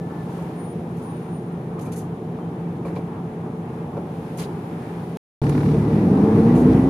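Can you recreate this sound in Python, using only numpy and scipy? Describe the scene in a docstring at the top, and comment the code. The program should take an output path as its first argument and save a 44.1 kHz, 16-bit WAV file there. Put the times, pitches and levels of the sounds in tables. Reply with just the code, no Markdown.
"""Diesel bus at a stop and pulling away

In the cabin of a six-cylinder bus the engine idles, all sound drops out for a quarter second, then it pulls away.
Firing makes periodic lines and knock bursts; coloured noise makes body drumming, injector clatter and hiss.
Filtered noise makes air valve puffs and bright ticks, contact noise rings the trim's modes, and gliding sines
make squeal, whines and low hums. Passing traffic swells in two noise bands.
A phone hears it all, with a treble notch and a cut top.
"""
import sys
import numpy as np
from scipy import signal
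from scipy.fft import rfft, irfft, next_fast_len
from scipy.io import wavfile
from scipy.ndimage import uniform_filter1d

SR = 44100
rng = np.random.default_rng(int(sys.argv[2]) if len(sys.argv) > 2 else 0)


def file_out(sig):
    """Save sig as 16-bit WAV at sys.argv[1]."""
    # one column per channel
    cols = np.atleast_2d(sig).T
    # limit, then scale
    lim = np.clip(cols, -1, 1)
    pcm = np.round(lim * 32767).astype(np.int16)
    wavfile.write(sys.argv[1], SR, pcm)


def undo_db(level):
    """Turn decibels back into plain size, where 20 dB means ten times bigger."""
    steps = np.asarray(level, float) / 20
    return 10 ** steps


N = 303849
T = np.arange(N) / SR
STEP = 64  # samples between points of the slow grid, on which slow changes are drawn
DROPOUT_START_S, DROPOUT_END_S = 5.1712, 5.4166
PULLING = T > DROPOUT_END_S - .1  # the engine's state switches inside the silence
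CYCLE_HZ = 4.374  # idle: one full cycle of six firings
LEFTWARD = np.array([[1.5], [-1.5]])  # dB, left and right


def walk(rate):
    """Smoothed random process: levels held 1 / rate s and slewed twice; spread near 1, on the slow grid."""
    k = int(SR / STEP / rate)
    held = np.repeat(rng.standard_normal(N // STEP // k + 2), k)
    return 1.02 * uniform_filter1d(uniform_filter1d(held, k), k)


def fine(slow):
    """Linear interpolation from the slow grid to every sample."""
    return np.interp(T, np.arange(len(slow)) * STEP / SR, slow)


def curve(rows):
    """Linear interpolation of a table's columns against time."""
    s, *columns = np.transpose(rows)
    return [np.interp(T, s, c) for c in columns]


def read(rows, hz):
    """Frequency response: gain at hz of a (frequency [Hz], level [dB]) table, on a logarithmic axis."""
    table = np.array(rows)
    return undo_db(np.interp(np.log(hz), np.log(table[:, 0]), table[:, 1]))


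def bell(s, quarter):
    """Smooth swell: 1 at time s, a quarter of that at quarter seconds to either side."""
    return 1 / (1 + ((T - s) / quarter) ** 2) ** 2


# stereo spread of the noises: (frequency [Hz], side minus mid level [dB])
WIDTH = [(25, -28), (60, -35.5), (110, -25.5), (200, -27.5), (380, -20.5), (700, -7), (1290, -1),
         (2380, -0.5), (4400, -1.5), (8120, -1.5), (15000, -4)]


def noise(colour, lo_hz, hi_hz, flicker_db, rate):
    """Spectral shaping: stereo noise in octave bands that flicker alone; rms near 1 from lo_hz to hi_hz."""
    size = next_fast_len(N)
    f = np.maximum(np.arange(size // 2 + 1) * SR / size, 1)
    gain, octave = read(colour, f), np.log2(f)
    mid_side = rfft(rng.standard_normal((2, size))) * [gain, gain * read(WIDTH, f)]
    lowest = int(np.log2(max(colour[1][0], 32)))
    highest = int(np.log2(colour[-2][0])) + 1
    out = 0
    for k in range(lowest, highest + 1):
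        band = np.cos(np.pi / 2 * np.clip(octave - k, -1, 1)) ** 2
        flicker = fine(undo_db(flicker_db * walk(rate)))
        out = out + flicker * irfft(mid_side * band, size)[:, :N]
    rms = np.sqrt(2 * np.sum(gain[(f > lo_hz) & (f < hi_hz)] ** 2) / size)
    return np.array([out[0] + out[1], out[0] - out[1]]) / rms


def sine(hz, db, waver_db, rate, blur):
    """Modulated partial: level wanders by waver_db [dB] and phase by blur [rad]."""
    phase = 2 * np.pi * (np.cumsum(hz + 0 * T) / SR + rng.random()) + fine(blur * walk(rate))
    return np.sqrt(2) * undo_db(db) * fine(undo_db(waver_db * walk(rate))) * np.sin(phase)


def tone(rows, waver_db, rate, blur):
    """Frequency glide: thin tones that fade in and out, sometimes overlapping slightly."""
    fade_share = 0.21  # share of a tone's length spent fading in, and again out
    times = np.sort(np.ravel([(s, s + length) for s, length, *_ in rows]))
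    hz = np.interp(T, times, np.ravel([row[2:4] for row in rows]))
    gain = 0
    for s, length, _, _, db in rows:
        to_nearer_end = np.minimum(T - s, s + length - T)
        gain = gain + undo_db(db) * np.clip(to_nearer_end / (fade_share * length), 0, 1)
    return gain * sine(hz, 0, waver_db, rate, blur)


# the engine on pulling away:
# (time [s], firing rate [Hz], load [dB], level of the note at four times the firing rate [dB rms])
PULL = [(5.44, 35.9, -0.5, -20.5), (5.57, 36.34, -1, -25), (5.716, 36.77, 0, -21), (5.8, 37.14, 0.5, -21),
        (5.84, 37.14, .5, -25), (5.955, 36.98, 1.5, -22), (5.986, 45.18, 2, -22), (6.146, 48.23, 2, -18.5),
        (6.17, 49.45, 3, -33), (6.232, 51.43, 3.5, -18), (6.27, 52.47, 3, -25), (6.348, 54.91, 3.5, -18),
        (6.385, 55.34, 5.5, -31), (6.415, 55.6, 3.5, -29), (6.44, 56.33, 3, -16), (6.462, 57.2, 4, -15.5),
        (6.53, 60.42, 4, -18), (6.586, 61.32, 5, -24), (6.646, 62.04, 5, -14), (6.748, 66.1, 5.5, -20.5),
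        (6.782, 65.96, 3.5, -16.5), (6.89, 66.33, 1.5, -18)]


def pull_away():
    """Engine kinematics: firing rate [Hz], load [dB] and the fourth multiple's level [dB] against time."""
    return curve(PULL)


def eased():
    """Sigmoid transition: near 0 while the load comes on, towards 1 once the engine runs freely."""
    middle_s, length_s = 5.755, 0.099
    return (1 + np.tanh((T - middle_s) / length_s)) / 2


def load_gain(idle_db, pull_db, slope):
    """Load dependence: a fixed idle level, then slope dB gained for each dB of load."""
    return undo_db(np.where(PULLING, pull_db + slope * pull_away()[1], idle_db))


# traffic outside: (nearest time [s], hiss [dB], tyre roar [dB], time to a quarter of the power [s])
PASSES = [(.4, -63, -56, 0.34), (1.15, -67, -70, 0.27), (3.76, -69.5, -54, .05), (4.32, -64.5, -59, 0.22),
          (5.0, -63.5, -46, 0.66)]


def traffic_powers():
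    """Incoherent addition: the passes' hiss powers and tyre roar powers each sum."""
    hiss = sum(undo_db(db) ** 2 * bell(s, quarter) for s, db, _, quarter in PASSES)
    roar = sum(undo_db(db) ** 2 * bell(s, quarter) for s, _, db, quarter in PASSES)
    return hiss, roar


# hiss of passing traffic: (frequency [Hz], relative density per Hz [dB])
PASS_HISS = [(2500, 0), (4000, -3.5), (6500, -10), (8000, -9.5), (10300, -6), (12500, -12.5), (14500, -13),
             (15600, -28.5)]


def traffic_hiss(power):
    """Amplitude modulation: treble noise swells with each pass, up to the pull-away."""
    return np.sqrt(power) * ~PULLING * noise(PASS_HISS, 4800, 17500, 0.81, 19)


# hiss in the cabin at idle, then on pulling away: (frequency [Hz], relative density per Hz [dB])
HISS = [(2060, -5), (3500, -1), (4640, -7.5), (6740, -9), (7730, -11.5), (9150, -8), (11300, -8.5),
        (14500, -20.5), (15600, -33)]
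PULL_HISS = [(2060, -27), (3500, 0), (4640, -3), (6000, -5.5), (7000, -9.5), (7730, -9.5), (9150, -6),
             (11300, -8), (14500, -20), (15600, -27)]


def cabin_hiss():
    """Broadband noise radiation: it follows the load, with more hiss while the load comes on."""
    take_up_db = 4
    gain = load_gain(-68, -59.5, 0.49) * undo_db(PULLING * take_up_db * (1 - eased()))
    pull = noise(PULL_HISS, 5100, 14000, 0.96, 14.0)
    idle = noise(HISS, 5160, 14000, 0.32, 5.5)
    return gain * np.where(PULLING, pull, idle)


# thin driveline whines: (time [s], length [s], first frequency [Hz], last frequency [Hz], level [dB rms])
WHINES = [(-.08, 0.42, 1740, 1750, -60.5), (.32, 0.17, 1745, 1740, -66), (.52, 0.13, 1745, 1760, -66),
          (2.39, .13, 3130, 3100, -68.5), (5.02, 0.11, 2000, 1980, -61), (5.75, 0.301, 2003, 1930, -56.5),
          (6.3, 0.41, 1957, 1950, -55), (6.72, .2, 1938, 1988, -55.5)]


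def whines():
    """Narrow-band tonal radiation: driveline whines glide slightly, nearer the left."""
    return tone(WHINES, 3.5, 40, .9) * undo_db(LEFTWARD)


# brake squeal: (time [s], frequency [Hz], level [dB rms])
SQUEAL = [(.54, 9615, -90), (.565, 9600, -62), (.62, 9620, -60), (.69, 9640, -52.5), (.728, 9690, -57),
          (.745, 9690, -76), (.78, 9700, -72), (.82, 9720, -84), (.87, 9720, -84), (.915, 9730, -70),
          (.95, 9745, -88), (1.01, 9690, -88), (1.03, 9680, -63), (1.064, 9665, -59), (1.1, 9630, -62),
          (1.17, 9615, -57), (1.2, 9615, -74), (1.225, 9610, -62), (1.25, 9590, -70), (1.265, 9580, -65),
          (1.31, 9545, -68), (1.34, 9525, -57), (1.43, 9490, -67), (1.447, 9495, -80), (1.48, 9500, -67),
          (1.504, 9500, -80), (1.53, 9505, -67), (1.565, 9490, -80), (1.63, 9480, -80), (1.69, 9475, -74),
          (1.72, 9470, -80), (1.75, 9470, -70), (1.78, 9470, -91)]


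def squeal():
    """Sustained oscillation: the brake sings one thin, wavering line, nearer the left."""
    hz, db = curve(SQUEAL)
    return sine(hz, db, 3.6, 60, .7) * undo_db(LEFTWARD)


# spectra of the bright jet, and of its body: (frequency [Hz], relative density per Hz [dB]) in each
PUFF = [
    [(2940, -40), (3800, -18), (4400, -11.5), (5050, -20), (5370, -12.5), (6250, -3.5), (6650, -4.5),
     (7450, -7), (8080, -5), (8680, -8.5), (10100, -2.5), (11500, -7), (12700, -11), (13600, -14.5),
     (15600, -21.5)],
    [(500, -35.5), (900, 5.5), (1500, -7.5), (2300, -7.5), (3500, -8.5), (5000, -10.5), (7000, -32.5)],
]
# air valve puffs, and short bright ticks that go with knocks:
# (time [s], jet [dB], body [dB], open time [s])
PUFFS = [(.28, -65, -73, .08), (.423, -59, -70, .004), (0.964, -61, -64, 0.025), (1.015, -64, -65, 0.025),
         (1.79, -57, -56, 0.0095), (1.806, -53.5, -59, 0.027), (1.847, -61, -56.5, 0.026),
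         (1.917, -47.5, -58, 0.021), (1.956, -49, -56, 0.035), (2.845, -63.5, -63, 0.048),
         (2.95, -63.5, -58, 0.026), (3.968, -66.5, -57, 0.01), (4.371, -50.5, -59, 0.015),
         (4.381, -50.5, -45.5, 0.021), (4.393, -47.5, -47.5, 0.011), (4.413, -50.5, -50.5, 0.024),
         (5.492, -47, -46, 0.0057), (6.54, -54, -50.5, 0.065)]


def puffs_and_ticks():
    """Noise envelopes: air valve puffs, and bright ticks that go with knocks; longer ones rise and fall slower."""
    rise_share, fall_share = 0.26, 1.94  # rise time and time to fall 20 dB, as shares of the open time
    shape = np.zeros((2, N))
    for s, jet_db, body_db, length in PUFFS:
        rise = np.clip((T - s) / (rise_share * length), 0, 1)
        fall = undo_db(-20 * np.maximum(T - s - length, 0) / (fall_share * length))
        shape += rise * fall * undo_db(np.array([[jet_db], [body_db]]))
    jet = shape[0] * noise(PUFF[0], 5000, 15000, 2.0, 110)
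    body = shape[1] * noise(PUFF[1], 885, 5600, 7.1, 40)
    return jet + body


# knocks in the trim, peak levels: (time [s], body [dB], ring [dB], crack [dB], rattle decay time [s])
KNOCKS = [(.101, -27, -58, -64, .014), (.383, -26, -54, -58, .012), (.79, -30, -58, -64, .01),
          (1.783, -28, -52, -54, .008), (1.833, -27, -52, -62, .012), (1.86, -28, -41, -62, .03),
          (1.878, -32, -45, -64, .02), (2.382, -29, -58, -64, .01), (2.85, -24, -40, -66, .016),
          (2.863, -30, -45, -68, .012), (2.882, -27, -41, -67, .022), (2.962, -24, -39, -67, .016),
          (2.992, -27, -46, -64, .015), (3.965, -20, -48, -60, .018), (4.385, -30, -46, -56, .012),
          (5.484, -23, -50, -50, .004), (5.495, -28, -37, -37, .003), (5.535, -40, -50, -44, .012),
          (5.655, -30, -44, -45, .015), (5.7, -40, -46, -38, .006), (5.787, -40, -48, -43, .006),
          (6.355, -21, -46, -52, .008), (6.7337, -45, -50, -32, .0015)]
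# modes of the trim, each level varied at random per knock: (frequency [Hz], level [dB], T60 [s])
TRIM = [(300, -2, .06), (420, 0, .05), (560, -1, .035), (720, -1, .025), (900, -1, .022), (1080, -1, .02),
        (1350, -5, .02), (1600, -8, .025), (1850, -9, .02), (2150, -10, .02), (2340, 0, .035),
        (2550, -9, .02)]


def knocks():
    """Modal excitation: a short contact rattle cracks and rings the trim; the body is nearly alike left and right."""
    pad_s, ring_contact_s = .0015, .016  # the padding gives; only the first contacts ring the high modes
    strike = 2.5  # added to the rattle at the first contact
    out, t = np.zeros((2, N + SR)), T[:SR // 5]
    mix = rng.standard_normal((len(KNOCKS), len(TRIM)))
    rattle = rng.standard_normal((len(KNOCKS), 3, len(t)))  # shared, left, right
    edge = signal.butter(3, [2900., 6000.], "bandpass", fs=SR, output="sos")
    padded = signal.butter(3, [200., 1350.], "bandpass", fs=SR, output="sos")  # a padded blow rings low modes
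    for (s, *levels, length), mixes, rattles in zip(KNOCKS, mix, rattle):
        modes = []
        for k, ((hz, db, t60), chance) in enumerate(zip(TRIM, mixes)):
            decay = undo_db(db + 2.0 * chance - 60 * t / t60)
            modes.append(decay * np.sin(2 * np.pi * hz * t) * (-1) ** k)
        contact = (rattles + strike * (t < .0001)) * np.exp(-t / length)
        shared, sides = contact[:1], contact[1:]
        blow = signal.sosfilt(padded, (shared + 0.23 * sides) * (1 - np.exp(-t / pad_s)))
        body = signal.fftconvolve([sum(modes[:7])], blow, axes=1)[:, :len(t)]
        tap = (shared + .7 * sides) * np.exp(-t / ring_contact_s)
        ring = signal.fftconvolve([sum(modes[7:])], tap, axes=1)[:, :len(t)]
        crack = signal.sosfilt(edge, shared + 0.61 * sides)
        start = int(s * SR)
        for db, part in zip(levels, (body, ring, crack)):
            out[:, start:start + len(t)] += undo_db(db) * part / abs(part).max()
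    return out[:, :N]


# injector clatter: (frequency [Hz], relative density per Hz [dB])
CLATTER = [(290, -51.5), (500, -1), (606, -0.5), (701, -6), (749, 0.5), (833, -0.5), (1100, -8.5),
           (1440, -15.5), (1780, -18), (2080, -22), (2290, -21.5), (3120, -31), (5000, -52.5), (6500, -70),
           (11000, -120)]


def clatter(roar_power):
    """Incoherent addition: injector clatter and tyre roar add in power and share one noise."""
    gain = np.sqrt(load_gain(-44.5, -37.5, 0.92) ** 2 + roar_power)
    return gain * noise(CLATTER, 728, 2940, 2.03, 14) * undo_db(np.array([[.8], [-.8]]))


# low hums on pulling away: (time [s], length [s], first frequency [Hz], last frequency [Hz], level [dB rms])
LOW_HUMS = [(5.378, 0.25, 246.6, 252.7, -26.5), (5.94, .11, 112, 112, -26), (5.95, .08, 146, 141, -28),
            (6.199, 0.35, 440.3, 478.3, -26), (6.4, 0.24, 113.4, 114.4, -33.5), (6.7, .25, 138, 139.5, -25)]


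def low_hums():
    """Tonal radiation: low hums on pulling away, some held, one rising with the engine."""
    return sum(tone([row], 1.2, 23, .2) for row in LOW_HUMS)


# body drumming on pulling away: (frequency [Hz], relative density per Hz [dB])
DRUM_PULL = [(12, -59), (20, -36), (43, -30), (107, -6.5), (161, -1.5), (201, -1), (243, -6.5), (291, -3.5),
             (398, -10.5), (448, -6.5), (528, -22.5), (640, -27), (700, -24.5), (910, -45), (1540, -120)]


def cycle_drum():
    """Fourier series: uneven cylinders sound every sixth of the firing rate, coloured by the body; rms near 1."""
    start = int(5.3 * SR)
    cycle_hz = pull_away()[0][start::8] / 6  # every eighth sample is enough for these low lines
    order = np.arange(8, 110)[:, None]
    chance = rng.standard_normal((len(order), 2))
    # no two cycles burn quite alike, so each line swells and fades
    swells = np.repeat([walk(9)[:len(cycle_hz) // 8 + 1] for _ in order], 8, axis=1)
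    waver = uniform_filter1d(swells[:, :len(cycle_hz)], size=8)
    strength = undo_db(1.1 * chance[:, :1] + 4.3 * waver + 3.4 * (order % 3 == 0))
    strength = strength * read(DRUM_PULL, order * cycle_hz)
    phase = 2 * np.pi * order * np.cumsum(cycle_hz) * 8 / SR + 9 * chance[:, 1:]
    lines = np.sum(strength * np.sin(phase), axis=0)
    lines = lines / uniform_filter1d(lines ** 2, size=1500) ** .5
    return np.r_[np.zeros(start), signal.resample_poly(lines, 8, 1, padtype="antireflect")][:N]


# body drumming at idle: (frequency [Hz], relative density per Hz [dB])
DRUM_IDLE = [(12, -63), (20, -39.5), (48, -20.5), (77, -11), (163, -1.5), (282, -4), (448, -5.5),
             (512, -13.5), (669, -24), (700, -11.5), (910, -30.5), (1540, -120)]
# the body shudders: (time [s], drumming gained [dB], time to a quarter of that gain [s])
SHUDDERS = [(.79, 2.5, .08), (1.9, 3, 0.14), (2.95, 5.5, 0.083), (4.02, 2, 0.068), (4.45, 2.5, 0.084)]


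def body_drum():
    """Structural response: the body drums in noise at idle, in noise and cycle lines on pulling away."""
    swell_db, swell_hz = 0.5, 3.3  # the idle drumming swells unevenly
    gain = load_gain(-35, -18, 1) * undo_db(sum(db * bell(s, quarter) for s, db, quarter in SHUDDERS))
    idle = fine(undo_db(swell_db * walk(swell_hz))) * noise(DRUM_IDLE, 60, 546, 0.63, 7.8)
    pull = undo_db(-6.0) * noise(DRUM_PULL, 60, 550, 3.0, 12) + undo_db(-3.5) * cycle_drum()
    return gain * np.where(PULLING, pull, idle)


def bursts(width):
    """Impulsive excitation: a decaying burst after each firing, with its own strength; width in firing periods."""
    first_firing_s = 5.439  # after the silence
    turns = np.cumsum(np.where(PULLING, pull_away()[0], 6 * CYCLE_HZ)) / SR
    turns = turns - turns[int(first_firing_s * SR)] % 1 + 1
    strength = undo_db(1.8 * rng.standard_normal(512))[turns.astype(int)]
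    return uniform_filter1d(strength * np.exp(-(turns % 1) / width), size=110)


# diesel knock: (frequency [Hz], relative density per Hz [dB])
KNOCK = [(600, -23), (1000, 9), (1700, 3), (2000, -0.5), (2350, -0.5), (2800, -3.5), (3400, -15),
         (4400, -10.5), (6000, -25), (7500, -23), (12000, -29.5)]


def diesel_knock():
    """Combustion impact: each firing raps the block, faint at idle and hardest as the load comes on."""
    idle_db, take_up_db, running_db = -64, -34.5, -44.5
    db = np.where(PULLING, take_up_db + eased() * (running_db - take_up_db), idle_db)
    return undo_db(db) * bursts(0.24) * noise(KNOCK, 600, 5000, 0.91, 30)


# idle lines of uneven cylinders: (multiple of the cycle rate [1], level [dB rms])
IDLE_ORDERS = [(6, -67), (18, -55), (20, -57), (23, -47), (24, -53), (25, -50), (26, -50), (29, -49),
               (30, -45), (31, -47), (33, -46), (34, -46), (36, -43), (38, -39), (40, -50), (42, -45),
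               (50, -46), (52, -52), (60, -51), (66, -51), (72, -51), (76, -52), (78, -52), (80, -52),
               (82, -47), (84, -50), (92, -51), (99, -49), (100, -50), (102, -51), (106, -49)]
# steady hums of belt-driven pumps, off the cycle: (frequency [Hz], level [dB rms])
HUMS = [(119.7, -52), (171.5, -35), (198.4, -47), (239.1, -43)]


def idle_lines():
    """Periodicity: a repeating cycle gives lines at fixed pitch; pumps hum between. Level and phase wander."""
    t, out = T[::16], 0
    slow_t = np.arange(len(walk(4))) * STEP / SR
    for hz, db in [(k * CYCLE_HZ, db) for k, db in IDLE_ORDERS] + list(HUMS):
        waver, blur = np.interp(t, slow_t, walk(4)), np.interp(t, slow_t, walk(4))
        phase = 2 * np.pi * (hz * t + rng.random()) + .33 * blur
        out = out + np.sqrt(2) * undo_db(db + 2.2 * waver) * np.sin(phase)
    return signal.resample_poly(out, 16, 1, padtype="antireflect")[:N]


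# firing lines at zero load, before the boom: (multiple of the firing rate [1], level [dB rms])
FIRING_ORDERS = [(1, -35.5), (2, -37.5), (3, -30), (5, -35.5), (7, -38), (8, -33)]
# the cabin booms at some pitches: (frequency [Hz], gain [dB])
BOOM = [(30, -8), (48, -17), (66, 1.5), (80, 3.5), (108, 2.5), (120, -4), (130, -7), (145, -6), (165, -8),
        (190, -6), (207, -5), (222, 6), (255, 1.5), (290, -3), (335, -9.5), (400, -8), (450, 2), (500, -17)]


def firing_lines():
    """Harmonics through resonances: firing multiples cross the cabin's booms; the fourth follows its own levels."""
    hz, load_db, note_db = pull_away()
    rate = 14  # wanderings per second
    # the note at four times the firing rate swells and fades by its own table column
    out = sine(4 * hz, note_db, 1, rate, .2)
    for order, db in FIRING_ORDERS:
        line_hz = int(order) * hz
        out = out + read(BOOM, line_hz) * sine(line_hz, db + 0.82 * load_db, 2.6, rate, .45)
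    return out


def scene():
    """Superposition: idle, then pull-away, with traffic, brake, air and trim around the engine."""
    hiss_power, roar_power = traffic_powers()
    hiss = traffic_hiss(hiss_power) + cabin_hiss()
    tones = whines() + squeal() + low_hums()
    engine_lines = np.where(PULLING, firing_lines(), idle_lines())
    engine = engine_lines + body_drum() + clatter(roar_power) + diesel_knock()
    return hiss + tones + puffs_and_ticks() + knocks() + engine


def roll_off(x):
    """The treble ends steeply here."""
    return signal.sosfilt(signal.butter(12, 15500, fs=SR, output="sos"), x)


def record(dry):
    """Linear filtering and gating: the phone notches the treble, cuts the top and loses a quarter second."""
    heard = signal.lfilter(*signal.iirnotch(7870., 30., SR), dry)
    heard = signal.sosfilt(signal.ellip(10, .2, 60, 15250, fs=SR, output="sos"), heard)
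    live = (T < DROPOUT_START_S) + np.clip((T - DROPOUT_END_S) / 0.00086, 0, 1)  # returns within 0.86 ms
    return roll_off(heard * live)


dry = scene()
out = record(dry)
file_out(out)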